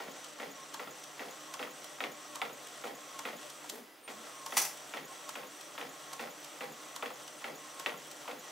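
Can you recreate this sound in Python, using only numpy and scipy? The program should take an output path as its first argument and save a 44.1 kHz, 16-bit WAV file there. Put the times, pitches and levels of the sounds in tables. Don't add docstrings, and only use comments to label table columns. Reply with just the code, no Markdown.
import sys
import numpy as np
from scipy import signal
from scipy.fft import rfft, irfft
from scipy.io import wavfile

SR = 44100
rng = np.random.default_rng(int(sys.argv[2]) if len(sys.argv) > 2 else 0)


def pcm_store(signal):
    levels = np.round(np.clip(np.atleast_2d(signal), -1, 1) * 32767)
    wavfile.write(sys.argv[1], SR, levels.astype(np.int16).T)


N = 375291
T = np.arange(N) / SR

# start in seconds, then the relative levels
# in dB of the starting knock, its case thud, the braking knock and the gear rattle.
FEEDS = [(0.002, -33, -37.5, -46, -48.5), (0.3995, -31.5, -40, -44, -46), (0.7955, -31, -36.5, -40, -48.5),
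         (1.1944, -30, -45, -41, -47), (1.5938, -28.5, -37, -26.5, -45.5), (2.0053, -23.5, -33, -22, -44),
         (2.4171, -21, -28, -31, -47.5), (2.8389, -32, -36, -35, -45.5), (3.253, -26, -33, -35, -45),
         (4.5232, -30, -40, -42, -48), (4.9377, -27.5, -37, -27.5, -47), (5.3552, -29.5, -35.5, -38, -48),
         (5.779, -29.5, -40, -27.5, -46.5), (6.1949, -30, -37.5, -42, -44.5),
         (6.6084, -29, -36, -44, -46.5), (7.0253, -26.5, -32.5, -28, -46), (7.443, -26.5, -35, -40, -46.5),
         (7.8615, -19, -30.5, -34, -45.5), (8.2786, -31, -34, -32.5, -48)]
REST = (3.696, 4.078)
# frequency in Hz, relative level in dB.
GEARS = [(70, -33), (120, -28), (145, -12.5), (185, -18.5), (220, 0.5), (350, -2), (550, 2.5), (900, -2.5),
         (1350, -5.5), (1700, -8.5), (2200, -5), (3500, -11.5), (4300, -11.5), (15000, -23)]
# centre in Hz, width in Hz, height in dB.
CASE_MODES = [(226, 14, 2.4), (231.5, 16, 2.4), (284, 12.5, 8.6), (332, 11, 2.4), (409.6, 4.3, 8),
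              (497, 63, 7.4), (583, 25, 3.6), (705, 18, 11), (793, 35, 7.8), (1020, 150, 3.8),
              (1310, 68, 1.1), (1504, 76, 3.1), (1930, 390, 6.5), (2320, 310, 1.05), (3370, 210, 4)]
FEED_S = .108
PUSH_S = .034
PARK_RUN_S = .033


def undb(db):
    return 10 ** (np.asarray(db) / 20)


def unit(x):
    return x / np.sqrt(np.mean(x ** 2))


def add(out, s, x):
    i = max(int(s * SR), 0)
    out[i:i + len(x)] += x[:max(N - i, 0)]


def walk(rate):
    knots = rng.standard_normal(N // 8)
    return 1.22 * np.interp(T * rate, np.arange(len(knots)), knots)


def swell(centre_s, width_s):
    return np.exp(-((T - centre_s) / width_s) ** 2)


def colour(x, spectrum, modes=(), size=8192, keep_power=True):
    f = np.arange(size // 2 + 1) * SR / size + 1e-3
    hz, db = np.transpose(spectrum)
    curve = np.interp(np.log(f), np.log(hz), db)
    for centre, width, height in modes:
        curve = curve + height / (1 + (2 * (f - centre) / width) ** 2)
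    cepstrum = irfft(np.log(undb(curve)))
    cepstrum[1:size // 2] *= 2
    cepstrum[size // 2 + 1:] = 0
    response = irfft(np.exp(rfft(cepstrum)))
    if keep_power:
        response /= np.linalg.norm(response)
    return signal.oaconvolve(x, response)[:N]


def grit(spread_db):
    return unit(rng.standard_normal(N) * undb(spread_db * walk(900)))


def tones(lines, waver_hz=14):
    total = 0
    for hz, db in lines:
        level = undb(db + 2 * walk(43))
        phase = 2 * np.pi * np.cumsum(hz + waver_hz * walk(90)) / SR
        total = total + level * np.sqrt(2) * np.sin(phase)
    return total


def blows(times, levels_db, click, rise_s, ring_s, tail_db, tail_s):
    out, t = np.zeros(N), T[:SR // 3]
    decay = np.exp(-t / ring_s) + undb(tail_db) * np.exp(-t / tail_s)
    shape = (1 - np.exp(-t / rise_s)) * decay
    for s, db in zip(times, levels_db):
        blow = shape * rng.standard_normal(len(t))
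        blow[0] += click
        add(out, s, undb(db) * blow)
    return out


def reflections(x, t60):
    t = T[:SR // 2]
    response = rng.standard_normal(len(t)) * undb(-60 * t / t60) * (t > .002)
    return signal.oaconvolve(x, response / np.linalg.norm(response))[:N]


def passes():
    feeds = np.array(FEEDS)[:, 0]
    stop, go = REST
    last_end = feeds[-1] + np.median(np.diff(feeds))
    starts = np.sort(np.append(feeds, go))
    ends = np.sort(np.append(feeds[1:], [stop, last_end]))
    page_starts = starts + PARK_RUN_S * (starts == go)
    page_ends = ends - PARK_RUN_S * (ends == stop)
    middles = (page_starts + page_ends) / 2
    return list(zip(starts, ends, middles, -(-1) ** np.arange(len(starts))))


def carriage(run_up_s=.07, brake_s=.05, start_speed=.76, sing_db=2, sing_s=.08):
    # frequency in Hz, relative level in dB.
    rail = [(53, -86), (90, -48), (136, -19), (271, -10.5), (296, -5.5), (376, -9.5), (555, -3), (592, -1),
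            (893, -4.5), (1110, -2), (2030, -10), (3340, -6), (5380, -14), (5870, -7.5), (15900, -25.5)]
    # centre in Hz, width in Hz, height in dB.
    rail_modes = [(153.5, 19, 8.4), (323, 90, 2.3), (497, 36, 5.6), (585, 35, 1.7), (738, 43, 6.8),
                  (1010, 35, 1.5), (1270, 24, 2.6), (1364, 47, 5.5), (1960, 230, 7), (2750, 110, 1),
                  (3320, 100, 2.5), (4600, 130, 1.6), (5090, 120, 5.8)]
    # frequency at full speed in Hz, width in Hz, relative
    # level in dB, share of the pitch that follows the speed from 0 to 1.
    whine_bands = [(303, 18, -68, 1), (600, 40, -65.5, 1), (1233, 20, -69, 0.2), (5730, 220, -65, .1),
                   (5970, 160, -66, .1), (7530, 700, -66.5, 1), (8020, 380, -65, 0.99),
                   (8780, 80, -66.5, 0.98)]
    motion, breakaway, strain, singing = np.zeros((4, N))
    for turn, end, middle, direction in passes():
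        start = turn if turn == REST[1] else turn + FEED_S
        ramp = np.interp(T, [start, start + run_up_s, end - brake_s, end + .02], [0, 1, 1, 0])
        motion += np.sin(np.pi / 2 * ramp)
        breakaway += (start != REST[1]) * swell(start + 0.0081, 0.0057) * undb(0.86 * rng.standard_normal())
        strain += belt_strain(start, end, direction)
        singing += swell(middle + .04, sing_s)
    speed = start_speed + (1 - start_speed) * motion
    resting = (T > REST[0]) & (T < REST[1])
    awake = np.where(resting, np.exp(-np.abs(T - REST[0]) / .14), 1)
    contact = grit(spread_db=1.3) * undb(.8 * walk(14) - 2.2 * (1 - motion))
    slide = undb(-52) * colour(contact, rail, rail_modes)
    whine = 0
    for hz, width, db, follow in whine_bands:
        carrier = np.exp(2j * np.pi * hz * np.cumsum(1 + follow * (speed - 1)) / SR)
        band = ((walk(width) + 1j * walk(width)) * carrier).real
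        whine = whine + undb(db + (1 - follow) * sing_db * (2 * singing - 1)) * band
    belt_phase = 2 * np.pi * np.cumsum(1088 + 20 * walk(60)) / SR
    belt = undb(-53.5 + 2 * walk(25)) * strain * np.sin(belt_phase)
    frame = motion * tones([(146, -75.5)], waver_hz=8.04)
    phase = 2 * np.pi * np.cumsum(6720 + 450 * motion + 110 * walk(830)) / SR
    squeak = breakaway * (undb(-51) * np.sin(phase) + undb(-55.5) * np.sin(2 * phase))
    return awake * (slide + np.sqrt(motion) * whine + belt + frame) + squeak


def belt_strain(start, end, direction, start_share=.25, drag_share=.35, peak_share=.65, late_share=.55,
                peak_lead_s=.097):
    drag = np.interp(T, [start, start + .06, end - .01, end + .01], [0, 1, 1, 0])
    peak = peak_share * swell(end - peak_lead_s, .026)
    late = late_share * swell(end - .04, .045)
    outward = drag_share * drag + peak + late
    return start_share * swell(start + .06, .06) + (direction > 0) * outward


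def stop_and_go():
    rumble_spectrum = [(100, -36), (220, -4), (400, -1), (750, -8), (1500, -18), (6000, -21)]  # (Hz, dB)
    rock_spectrum = [(120, -40), (235, 0), (330, -9), (500, -14), (1200, -40)]
    stop, go = REST
    run_out, settle = swell(stop + .055, .06), swell(stop + .11, .055)
    load = swell(go - .02, .026)
    jolt, sway = (T > go) * swell(go + .027, .028), swell(go + .09, .06)
    rumble = undb(-47.0) * run_out * colour(grit(spread_db=3.5), rumble_spectrum, CASE_MODES)
    rock = undb(-56) * settle * colour(grit(spread_db=2), rock_spectrum)
    whistle = load * tones([(8830, -60)])
    shudder = undb(-45.5) * jolt * colour(grit(spread_db=-0.5), GEARS, CASE_MODES)
    return rumble + rock + whistle + shudder + sway * tones([(216, -57.5)], waver_hz=9.4)


def paper_feed(coast_s=0.048, rock_db=-53):
    # frequency in Hz, relative level in dB.
    rock_spectrum = [(70, -38), (115, -16.5), (145, 0.5), (180, 0), (220, -3), (300, 0), (520, 0),
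                     (900, -15.5), (3000, -49)]
    push, settle = np.zeros(N), np.zeros(N)
    t = T[:SR // 2]
    for s, *_, db in FEEDS:
        coast = np.exp(-np.maximum(t - PUSH_S, 0) / coast_s)
        add(push, s, undb(db) * np.minimum(t / 0.0049, 1) * coast)
        settle += undb(rock_db) * swell(s + 0.09, 0.04)
    clicks = unit((rng.random(N) < 110 / SR) * rng.standard_normal(N))
    chatter = signal.sosfilt(signal.butter(4, 4000, fs=SR, output="sos"), clicks)
    teeth = grit(spread_db=3) + .6 * chatter
    rattle = undb(1.2) * push * colour(teeth, GEARS, CASE_MODES)
    rock = settle * colour(grit(spread_db=2.5), rock_spectrum, CASE_MODES + [(213, 20, 5)])
    return rattle + rock


def knocks(hard_db=-18, brake_thud_db=-13.5, take_up_s=.078):
    # frequency in Hz, relative level in dB.
    knock_spectrum = [(60, -61), (300, -20), (1000, -6), (1800, 2), (2600, 6), (3750, 0), (4250, -10),
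                      (8000, -18.5), (15000, -44)]
    # frequency in Hz, relative level in dB.
    thud_spectrum = [(50, -60), (100, -33), (250, -41.5), (470, 1.5), (900, 1), (1400, 6), (1800, -36),
                     (4000, -25)]
    starting = [(s, db, thud_db) for s, db, thud_db, _, _ in FEEDS] + [(REST[1], -31, -43)]
    braking = [(s + PUSH_S, db, db + brake_thud_db) for s, _, _, db, _ in FEEDS]
    take_up = [(turn + take_up_s, -37, -42) for turn, _, _, direction in passes() if direction < 0]
    s, db, thud_db = np.transpose(starting + braking + take_up)
    teeth = blows(s, db, click=7, rise_s=.0006, ring_s=.003, tail_db=-10, tail_s=.022)
    teeth[(s * SR).astype(int)] += 10 * undb(2 * db - hard_db)
    case = blows(s, thud_db, click=4, rise_s=.0012, ring_s=.007, tail_db=-13, tail_s=.038)
    knock = undb(-11.0) * colour(teeth, knock_spectrum, CASE_MODES)
    return knock + undb(-2.0) * colour(case, thud_spectrum, CASE_MODES)


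def ticks(park_db=-30, park_body_db=-24, mid_click_db=-51, rise_s=0.0014, ring_s=.0026):
    # direction 1 out or -1 back, seconds after mid-page,
    # relative level in dB, level of the body relative to it in dB.
    guides = [(1, .1435, -35, -1.5), (-1, .042, -40.5, -20), (-1, .184, -51.5, 7)]
    # frequency in Hz, relative level in dB.
    scuff_spectrum = [(80, -50), (500, -30), (1500, -9.5), (3000, 2), (4600, 0), (8000, 0), (10000, -7),
                      (13000, -5), (16000, -24)]
    scuff_modes = [(3160, 360, 2.1), (5950, 500, 1.6)]  # (Hz, width Hz, dB)
    body_spectrum = [(60, -50), (250, -20), (700, -4.0), (1000, 6.5), (1400, -1.0), (2500, -17), (5000, -25)]
    tiny_spectrum = [(4000, -19), (9000, -17), (12000, -2), (15500, -9)]
    brushes = [(middle + after_s, db, body_db) for _, _, middle, direction in passes()
               for way, after_s, db, body_db in guides if way * direction > 0]
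    s, db, body_db = np.transpose(brushes + [(REST[0], park_db, park_body_db)])
    scuff = blows(s + .001, db, click=1.2, rise_s=rise_s, ring_s=ring_s, tail_db=-26, tail_s=.02)
    rubbing = sum(undb(level - 19) * swell(time, .005) for time, level in zip(s, db))
    rub = rubbing * grit(spread_db=3)
    body = blows(s, db + body_db, click=1, rise_s=.002, ring_s=.007, tail_db=-19, tail_s=.035)
    clicks = [(middle, mid_click_db) for _, _, middle, direction in passes() if direction < 0]
    tiny = blows(*np.transpose(clicks), click=1, rise_s=.001, ring_s=.002, tail_db=-24, tail_s=.01)
    return (undb(4.0) * colour(scuff + rub, scuff_spectrum, scuff_modes)
            + undb(-1.5) * colour(body, body_spectrum)
            + undb(1.5) * colour(tiny, tiny_spectrum))


def motor_drive(drive_db=-1, far_end_db=2.0, hold_db=0, lead_s=.008, on_s=0.13):
    # frequency in Hz, relative level in dB.
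    drive_lines = [(4990, -75), (10810, -77), (11240, -74), (12970, -80), (14270, -77), (14700, -73),
                   (15135, -72)]
    # frequency in Hz, relative level in dB.
    hold_lines = [(2000, -69.5), (4990, -72), (5615, -82), (9980, -81), (11240, -74), (13404, -84)]
    powered = np.zeros(N)
    for turn, _, _, direction in passes():
        if turn != REST[1]:
            gate = np.interp(T - turn + lead_s, [0, .005, on_s, on_s + .01], [0, 1, 1, 0])
            powered += undb(far_end_db * (direction < 0)) * gate
    held = np.interp(T, [REST[0], 3.88, 3.96, 4.01], [0, 1, 1, 0])
    return undb(drive_db) * powered * tones(drive_lines) + undb(hold_db) * held * tones(hold_lines)


def lever(slide_db=-57, slide_s=.1):
    # start in seconds, relative level in dB.
    snaps = [(4.5697, -20), (4.5776, -19.5), (4.586, -27), (4.598, -34), (4.617, -27), (4.6238, -31),
             (4.651, -30.5), (4.668, -51)]
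    # frequency in Hz, relative level in dB.
    snap_spectrum = [(50, -50), (110, -22), (200, -8.5), (273, -30), (394, -8), (547, -11), (669, -0.5),
                     (1020, -1.5), (1550, -5.5), (2010, -1.5), (3540, -6), (3880, -6.5), (6020, 0),
                     (15900, -8)]
    # centre in Hz, width in Hz, height in dB.
    snap_modes = [(770, 160, 3), (1010, 40, 4), (1980, 200, 5), (2710, 40, 4), (4600, 260, 5),
                  (5140, 120, 5), (5540, 40, 4), (5950, 350, 5), (7240, 50, 5), (8280, 80, 3),
                  (10230, 300, 4), (10900, 400, 3), (11700, 40, 4)]
    s, db = np.transpose(snaps)
    hits = blows(s, db, click=2.5, rise_s=.001, ring_s=.0026, tail_db=-14, tail_s=.035)
    slide = undb(slide_db) * (T > s[0] - slide_s) * (T < s[0])
    release = undb(-54) * swell(s[0] - .012, 0.031) + undb(-31) * swell(s[0], 0.0021)
    scrape = (slide + release) * grit(spread_db=3.5)
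    return undb(3) * colour(hits + scrape, snap_spectrum, snap_modes)


def room_noise():
    # frequency in Hz, relative level in dB.
    room_spectrum = [(25, -16), (50, -4), (90, 3.5), (150, 12), (300, 28.5), (600, 24.5), (1500, 22),
                     (3000, 18), (6000, 10.5), (10000, 8.5), (16000, 10)]
    return undb(-57.5) * colour(rng.standard_normal(N), room_spectrum)


def brighten(x, treble_db=0.7, dull_start_db=-3.5, brighten_s=1.3, above_hz=9000):
    treble = signal.sosfiltfilt(signal.butter(4, above_hz, "high", fs=SR, output="sos"), x)
    gain = undb(treble_db + dull_start_db * np.exp(-T / brighten_s))
    return x + (gain - 1) * treble


def spread(x, side_spectrum):
    side = colour(reflections(x, t60=0.088), side_spectrum, keep_power=False)
    return np.array([x + side, x - side])


def scene():
    # frequency in Hz, side level minus mid level in dB.
    printer_width = [(30, 3), (80, 0), (160, -21.5), (350, -9.5), (520, -11.5), (740, 1.5), (1000, -8.5),
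                     (1800, -8), (3000, -9.5), (8000, -14), (15000, -28)]
    # frequency in Hz, side level minus mid level in dB.
    lever_width = [(200, -17), (700, -10), (2400, -15), (4400, -12), (8100, -9), (15000, -7)]
    running = carriage() + stop_and_go() + paper_feed() + knocks() + ticks()
    running = running + undb(-10) * reflections(running, t60=.33)
    snap = lever()
    snap = snap + undb(-6.0) * reflections(snap, t60=0.29)
    printer = brighten(running + room_noise()) + motor_drive()
    return spread(printer, printer_width) + spread(snap, lever_width)


def record(dry, top_hz=15650):
    return signal.sosfilt(signal.ellip(10, .1, 80, top_hz, fs=SR, output="sos"), dry)


dry = scene()
out = record(dry)
pcm_store(out)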